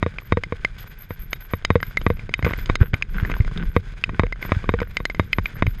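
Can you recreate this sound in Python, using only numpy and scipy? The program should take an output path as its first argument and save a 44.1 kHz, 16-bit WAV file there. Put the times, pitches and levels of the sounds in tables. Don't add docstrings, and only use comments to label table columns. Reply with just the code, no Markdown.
import sys
import numpy as np
from scipy import signal
from scipy.fft import rfft, irfft, next_fast_len
from scipy.io import wavfile
from scipy.ndimage import map_coordinates

SR = 44100
rng = np.random.default_rng(int(sys.argv[2]) if len(sys.argv) > 2 else 0)


def master(y):
    cut = np.clip(np.atleast_2d(y).T, -1, 1)
    pcm = np.round(cut * 32767)
    wavfile.write(sys.argv[1], SR, pcm.astype(np.int16))


N = 255780
TIME = np.arange(N) / SR
BLOW_SIZE = 8192
BLOW_HZ = np.arange(BLOW_SIZE // 2 + 1) * SR / BLOW_SIZE

# (t/s, level/dB)
RIDE_ROUGHNESS = [(0.0, -40), (0.79, -39), (0.93, -43), (1.58, -43), (1.86, -32.5), (2.34, -36),
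                  (2.55, -31.5), (2.79, -30), (2.96, -35), (3.16, -34), (3.38, -25.5), (3.84, -38.5),
                  (4.1, -34), (4.51, -41), (4.64, -28.5), (4.85, -40), (5.32, -31.5), (5.8, -38)]
# (f/Hz, relative level/dB per Hz)
WIND_SPECTRUM = [(15,-5),(28,8),(45,2),(70,-9),(110,-20),(200,-20.5),(400,-43.5)]
# (f/Hz, relative level/dB per Hz)
JOLT_SPECTRUM = [(40,-12),(75,-0.5),(105,6),(170,0),(260,-16.5),(450,-15),(800,-50),(1600,-69)]
WIND_DB, WIND_FOLLOWS = -31.5, 0.82
JOLT_DB, JOLT_FOLLOWS = -41, 0.85

# (t/s, level/dB)
ROLLING_LEVEL = [(0.0, -50), (0.79, -49), (0.97, -49.5), (1.55, -50), (1.84, -49), (2.34, -48.5),
                 (2.52, -45), (2.62, -45), (2.92, -53.5), (3.05, -50.5), (3.28, -46.5), (3.93, -48.5),
                 (4.2, -49.5), (4.35, -53.5), (4.51, -43.5), (4.62, -45.5), (4.9, -51), (5.8, -50)]
# (f/Hz, relative level/dB per Hz)
GRAVEL_SPECTRUM = [(200,-8),(450,2.5),(780,0),(1150,2),(1700,4),(2400,6.5),(3200,-24),(4500,-19),(8000,-24.5)]
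# (f/Hz, relative level/dB per Hz)
GRIT_SPECTRUM = [(1500,-4),(3000,6.5),(4200,1),(6500,-12),(9000,-10.5),(11000,-13.5),(14000,-20),(16000,-30)]
# (f/Hz, relative level/dB per Hz)
PEBBLE_SPECTRUM = [(300,-16.5),(1500,6),(3000,-3.5),(7000,-40.5)]
# (f/Hz, relative level/dB per Hz)
STONE_SPECTRUM = [(110,-9),(170,14.5),(280,-1),(450,-2),(750,-38),(1100,-19),(1800,-37)]
# (f/Hz, width/Hz, level/dB)
WHEEL_MODES = [(1530,91,10),(2040,240,0.5),(3420,240,5.5),(4980,150,9.5),(5540,940,0),(6600,480,10)]

# (t/s, force level/dB, hollow ring level/dB)
FRAME_KNOCKS = [(0.0277, 25, -10), (0.0632, 24.5, 17.5), (0.3229, 30, 6), (0.3717, 26, 16),
                (0.5235, 22, 11.5), (1.1067, 15, 8), (1.536, 23.5, 5), (1.704, 30.5, 6),
                (1.7556, 31.5, 18.5), (2.0653, 29.5, 5.5), (2.1025, 28, 17), (2.392, 12.5, -5),
                (2.465, 26, 19.5), (2.4779, 13.5, -6), (2.509, 15, -5), (2.6981, 26, 1.5), (2.8301, 17, 17),
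                (3.2985, 16.5, 5), (3.7648, 32, 10.5), (4.0935, 13.5, -10.5), (4.1955, 29, -0.5),
                (4.2348, 25.5, 14.5), (4.451, 10, -11), (4.493, 8.5, -10), (4.5197, 27, -1),
                (4.6418, 13, 8.5), (4.6918, 26.5, -0.5), (4.7392, 27.5, 16), (4.8171, 22.5, 18.5),
                (5.003, 14.5, 8), (5.1965, 27.5, -4), (5.385, 24, -10), (5.6235, 27, -5)]
# (f/Hz, width/Hz, level/dB)
FRAME_MODES = [(86.7, 21.7, 13.5), (186.6, 19, 3.5), (796, 196, -38), (1180, 376, 17.5), (1348, 276, -8),
               (1773, 175, -37.5), (1877, 145, 7), (2354, 547, 16.5), (2744, 340, -43), (3715, 80, 12.5),
               (4900, 173, 34.5), (5100, 53, 8), (5240, 4260, -32.5), (6230, 120, 9)]
FIRM_SHARP_HZ, FIRM_BASS_DB = 308.4, 0.5
SOFTEN_OCTAVES_PER_DB, BASS_LOSS_PER_DB = 0.04, 0.34
# (f/Hz, level/dB, t60/s)
METAL_RINGS = [(1620,-54,0.067),(3745,-49,0.13)]

# (t/s, force level/dB, contact sharpness f/Hz, ring f/Hz, ring level/dB)
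PART_CLACKS = [(0.185, -5, 877, 2460, 32), (0.4363, 5.5, 1450, 2260, 15), (0.6484, 13.5, 1210, 2235, 18),
               (1.3309, 8, 1870, 2280, 9.5), (1.6496, 12.5, 2090, 2230, 5.5), (1.8031, -2, 1090, 1940, 15),
               (1.829, 7.5, 1270, 1530, 16.5), (1.9717, 9.5, 1760, 2080, 12.5), (2.015, 5, 790, 3000, 13),
               (2.194, -7, 700, 2380, 27), (2.293, 12, 484, 2240, 13), (2.3396, 3.5, 2100, 2410, 24),
               (2.426, 9, 714, 1930, 18), (2.447, 16.5, 600, 2410, 20.5), (2.535, 10.5, 690, 2190, 23),
               (2.5884, 0, 1010, 2020, 11), (2.659, -7.5, 2600, 3480, 13.5), (2.693, 6.5, 697, 2040, 16),
               (2.7553, 10.5, 2000, 1910, 3.5), (2.9411, 12, 1040, 2350, 17),
               (3.0236, -5, 2020, 2460, 29.5), (3.183, -8, 1500, 1510, 22), (3.2496, 4, 700, 1800, 22.5),
               (3.316, 4, 1130, 2430, 18), (3.4052, 5.5, 406, 2190, 27.5), (3.5754, -2, 1540, 3590, 19),
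               (4.0391, 0, 1980, 2510, 28.5), (4.2666, 3, 600, 2200, 20), (4.3246, 5.5, 920, 2040, 19),
               (4.4264, 3.5, 1090, 2360, 18), (4.803, 9.5, 940, 2320, 10), (4.9693, 7, 2300, 2350, 14),
               (5.0536, 10.5, 2050, 2140, 7), (5.0992, 8.5, 790, 2150, 16.5),
               (5.1474, 2.5, 1060, 2060, 9.5), (5.3305, 1, 2150, 2490, 26.5),
               (5.4573, -2.5, 1260, 2450, 30.5), (5.667, 11, 527, 2360, 26)]
# (f/Hz, width/Hz, level/dB)
PART_MODES = [(844,300,-11),(1470,1500,3.5),(2081,93,9.5),(3053,114,8.5),(3770,100,9),(4110,53,6),(4916,128,15),(5730,500,-20),(6500,237,13),(7150,150,-13),(8800,130,4.5)]
CLACK_WIDTH_HZ = 243

# (start t/s, end t/s, number of chirps, level/dB, pitch f/Hz)
BRAKE_PULLS = [(0.209, 0.291, 2, -51.5, 12000), (0.779, 0.955, 2, -47.5, 12120),
               (0.983, 1.611, 6, -44.5, 12400), (1.724, 1.762, 1, -54, 11700), (1.807, 1.99, 1, -46, 12230),
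               (1.975, 2.185, 4, -51, 11600), (2.378, 2.407, 1, -46, 11500),
               (2.448, 2.693, 2, -46.5, 12050), (2.801, 2.96, 1, -51, 12350), (2.937, 2.976, 1, -51, 12700),
               (3.098, 3.145, 1, -53, 12300), (3.162, 3.434, 3, -48.5, 12280),
               (3.629, 3.812, 3, -56, 11640), (4.417, 4.51, 1, -45.5, 12140), (4.69, 4.72, 1, -59, 13100),
               (4.81, 5.303, 8, -58, 11750), (5.322, 5.528, 2, -48.5, 12100), (5.542, 5.576, 1, -46, 12600),
               (5.663, 5.893, 2, -51, 12200)]
RUB_SHARE = 0.51
CHIRP_BEND_HZ = 170

# (start t/s, end t/s, gravel level/dB, coarseness as level of tumbling stones over gravel/dB)
TYRE_SLIDES = [(0.78, 0.823, -54, -22), (2.443, 2.499, -39, 10), (2.803, 2.831, -46, 21),
               (2.93, 2.934, -46, 25), (3.141, 3.339, -54, 20.5), (3.555, 3.634, -51.5, 18.5),
               (4.12, 4.154, -45.5, 9.5), (4.411, 4.589, -45.5, 3.5), (4.78, 4.838, -57, 21),
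               (5.457, 5.514, -51, -2), (5.571, 5.595, -50, 7)]
GRIT_DB, GRIT_LOSS_PER_DB = -7, 0.72

# (t/s, level/dB at the top of the swell)
TYRE_THUMPS = [(2.431, -12), (2.4453, -10.5), (2.8122, 1.5), (2.9347, -9), (3.227, -9), (3.4016, -3.5),
               (4.566, -9.5), (5.658, -14), (5.676, -8)]


def from_db(db):
    return 10 ** (np.asarray(db) / 20)


def rms_one(x):
    return x / np.sqrt(np.mean(x ** 2) + 1e-20)


def add(out, s, sound):
    at = max(round(s * SR), 0)
    out[at:at + len(sound)] += sound[:max(N - at, 0)]


def drift(rate):
    knots = rng.standard_normal(8192)
    return rms_one(map_coordinates(knots, [TIME * rate], order=3, mode="wrap"))


def resonances(hz, table):
    s = 1j * hz
    response = 1
    for f, width, db in table:
        peak = s * s + s * width * from_db(db) + f * f
        response = response * peak / (s * s + s * width + f * f)
    return response


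def coloured(x, spectrum, body=None):
    size = next_fast_len(N)
    hz = np.arange(size // 2 + 1) * SR / size + 1e-3
    points_hz, points_db = np.transpose(spectrum)
    gain = from_db(np.interp(np.log(hz), np.log(points_hz), points_db))
    gain = gain / (1 + (hz / points_hz[-1]) ** 2)
    gain = gain / (1 + (.5 * points_hz[0] / hz) ** 2)
    if body:
        gain = gain * resonances(hz, body)
    return rms_one(irfft(rfft(x, size) * gain, size)[:N])


def grains(per_s, spread_db, hiss):
    sizes = from_db(spread_db * np.minimum(rng.exponential(1, N), 4))
    signed = sizes * rng.choice([-1, 1], N)
    struck = rng.random(N) < per_s / SR
    return rms_one(signed * struck) + hiss * rng.standard_normal(N)


def rumble(rough_db):
    wind = coloured(rng.standard_normal(N) * from_db(4.4 * drift(24)), WIND_SPECTRUM)
    jolts = coloured(grains(per_s=150, spread_db=3.5, hiss=0.52), JOLT_SPECTRUM)
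    wind_gain = from_db(WIND_DB + WIND_FOLLOWS * rough_db)
    jolt_gain = from_db(JOLT_DB + JOLT_FOLLOWS * rough_db)
    return wind_gain * wind + jolt_gain * jolts


def tyres(rolling_db):
    shoved, ground_up, sprayed = sliding()
    clumps = from_db(3.1 * drift(55))
    stones = coloured(grains(per_s=310, spread_db=3.0, hiss=0.25), STONE_SPECTRUM)
    gravel = coloured(clumps * grains(per_s=1200, spread_db=3.5, hiss=0.98), GRAVEL_SPECTRUM, WHEEL_MODES)
    pebbles = coloured(grains(per_s=170, spread_db=4.5, hiss=.1), PEBBLE_SPECTRUM, WHEEL_MODES)
    grit = coloured(clumps * grains(per_s=2400, spread_db=5.0, hiss=0.85), GRIT_SPECTRUM, WHEEL_MODES)
    crunch = from_db(-2.5) * gravel + from_db(-9.0) * pebbles + from_db(-9.5) * grit
    roll = from_db(rolling_db) * crunch
    tumble = shoved * (stones + from_db(-4.5) * pebbles)
    return roll + tumble + ground_up * gravel + from_db(-3.0) * sprayed * grit


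def contact(sharp_hz):
    s = 1j * BLOW_HZ / sharp_hz
    return 1 / (s * s + np.sqrt(2) * s + 1)


def dispersion(centre_hz, width_hz):
    s = 1j * BLOW_HZ
    return (s * s - s * width_hz + centre_hz ** 2) / (s * s + s * width_hz + centre_hz ** 2)


def chatter(level_db, fade_s, low_hz):
    t, s = TIME[:BLOW_SIZE], 1j * BLOW_HZ
    rebounds = rng.standard_normal(BLOW_SIZE) * (t / fade_s) * np.exp(-t / fade_s)
    swarm = rfft(rebounds / np.sqrt(np.sum(rebounds ** 2)))
    return 1 + from_db(level_db) * swarm * s / (s + low_hz)


def shaken_part(level_db=5, lag_s=0.007, ring_hz=2110, width_hz=95):
    s = 1j * BLOW_HZ
    lag = lag_s * np.exp(0.18 * rng.standard_normal())
    ring = s * width_hz / (s * s + s * width_hz + ring_hz ** 2)
    return from_db(level_db) * ring * np.exp(-2 * np.pi * s * lag)


def knocks(bass_hz=150, low_cut_hz=40, hollow_hz=475, hollow_width_hz=50):
    out, s = np.zeros(N), 1j * BLOW_HZ
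    frame = resonances(BLOW_HZ, FRAME_MODES) * s / (s + low_cut_hz)
    frame = frame * dispersion(centre_hz=1520, width_hz=5900) * contact(sharp_hz=7950)
    frame = frame * resonances(BLOW_HZ, [(4520, 1440, -16.0)])
    for at, force_db, hollow_db in FRAME_KNOCKS:
        softness = max(hollow_db, 0)
        sharp_hz = FIRM_SHARP_HZ * 2 ** (-SOFTEN_OCTAVES_PER_DB * softness)
        bass_gain = from_db(FIRM_BASS_DB - BASS_LOSS_PER_DB * softness)
        bass = (s + bass_hz * bass_gain) / (s + bass_hz)
        note_hz = hollow_hz * (1 + 0.011 * rng.standard_normal())
        hollow = resonances(BLOW_HZ, [(note_hz, hollow_width_hz, hollow_db)])
        push = contact(sharp_hz) * chatter(level_db=-6.5, fade_s=0.0018, low_hz=880)
        response = frame * bass * hollow + shaken_part(level_db=15)
        add(out, at, from_db(force_db) * irfft(response * push))
    return out


def metal_ring(blows):
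    t = TIME[:BLOW_SIZE]
    ring = sum(from_db(db - 60 * t / t60) * np.sin(2 * np.pi * hz * t) for hz, db, t60 in METAL_RINGS)
    return from_db(-8.5 + 2.4 * drift(60)) * signal.fftconvolve(blows, ring)[:N]


def rattles(rough_db, count=40, force_db=-11, spread_db=3, sharp_hz=850, ring_hz=1950, ring_db=14):
    moments = (rng.random(count) * N).astype(int)
    rows = []
    for i, (size, spot) in zip(moments, rng.standard_normal((count, 2))):
        level_db = force_db + rough_db[i] + spread_db * size
        rows.append((i / SR, level_db, sharp_hz, ring_hz * np.exp(0.41 * spot), ring_db))
    return rows


def clacks(rough_db):
    out = np.zeros(N)
    spread = dispersion(centre_hz=2070, width_hz=430) * contact(sharp_hz=8240)
    for at, force_db, sharp_hz, ring_hz, ring_db in PART_CLACKS + rattles(rough_db):
        weights = 1 + 0.12 * rng.standard_normal(len(PART_MODES))
        modes = [(ring_hz, CLACK_WIDTH_HZ, ring_db)]
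        for (hz, width, db), weight in zip(PART_MODES, weights):
            is_upper = hz > ring_hz + CLACK_WIDTH_HZ
            modes.append((hz, width, db * weight if is_upper else db))
        spot = resonances(BLOW_HZ, modes)
        push = contact(sharp_hz) * chatter(level_db=1.5, fade_s=0.00097, low_hz=4800)
        add(out, at, from_db(force_db) * irfft(spread * spot * push))
    return out


def brake(attack_s=0.0021, ring_s=0.01, wander_hz=100, glide_hz=90, rough_db=5.0):
    out = np.zeros(N)
    flutter = rms_one(from_db(rough_db * drift(350)))
    wander = wander_hz * drift(500) + glide_hz * drift(28)
    for first, end, count, level_db, pitch_hz in BRAKE_PULLS:
        starts, period_s = np.linspace(first, end, round(count), endpoint=False, retstep=True)
        rub_s = RUB_SHARE * period_s
        for start, grip in zip(starts, rng.standard_normal(len(starts))):
            span = slice(int(start * SR), int((start + rub_s + .08) * SR))
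            t = np.maximum(TIME[span] - start, 0)
            bend = (2 * np.minimum(t / rub_s, 1) - 1) ** 2
            hz = pitch_hz + wander[span] + CHIRP_BEND_HZ * (1 + 0.6 * grip) * bend
            swell = (1 - np.exp(-t / attack_s)) ** 2 * np.exp(-np.maximum(t - rub_s, 0) / ring_s)
            whistle = np.sin(2 * np.pi * np.cumsum(hz) / SR)
            add(out, start, from_db(level_db) * swell * flutter[span] * whistle)
    return out


def sliding(bite_s=0.0039, settle_s=0.012):
    out = np.zeros((3, N))
    for start, end, gravel_db, coarse_db in TYRE_SLIDES:
        bite = np.clip((TIME - start) / bite_s, 0, 1)
        settle = np.exp(-np.clip(TIME - end, 0, 1) / settle_s)
        grit_db = gravel_db + GRIT_DB - GRIT_LOSS_PER_DB * coarse_db
        levels_db = [gravel_db + coarse_db, gravel_db, grit_db]
        out += from_db(levels_db)[:, None] * bite * settle
    return out


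def thumps(bounce_hz=88, rise_s=0.0037):
    out, t = np.zeros(N), TIME[:BLOW_SIZE]
    swell = t / rise_s * np.exp(1 - t / rise_s)
    swing = swell * np.sin(2 * np.pi * bounce_hz * t)
    for at, level_db in TYRE_THUMPS:
        add(out, at, from_db(level_db) * swing)
    return out


def scene():
    ride_db = np.interp(TIME, *np.transpose(RIDE_ROUGHNESS))
    rolling_db = np.interp(TIME, *np.transpose(ROLLING_LEVEL))
    rough_db = ride_db - ride_db.mean()
    ground = rumble(rough_db) + tyres(rolling_db)
    blows = knocks() + clacks(rough_db)
    return (ground + blows + metal_ring(blows) + brake() + thumps())[None]


def record(dry):
    rounded = dry / (1 + dry ** 6) ** (1 / 6)
    top_cut = signal.cheby2(12, 70, 16000, fs=SR, output="sos")
    return signal.sosfilt(top_cut, rounded)


dry = scene()
out = record(dry)
master(out)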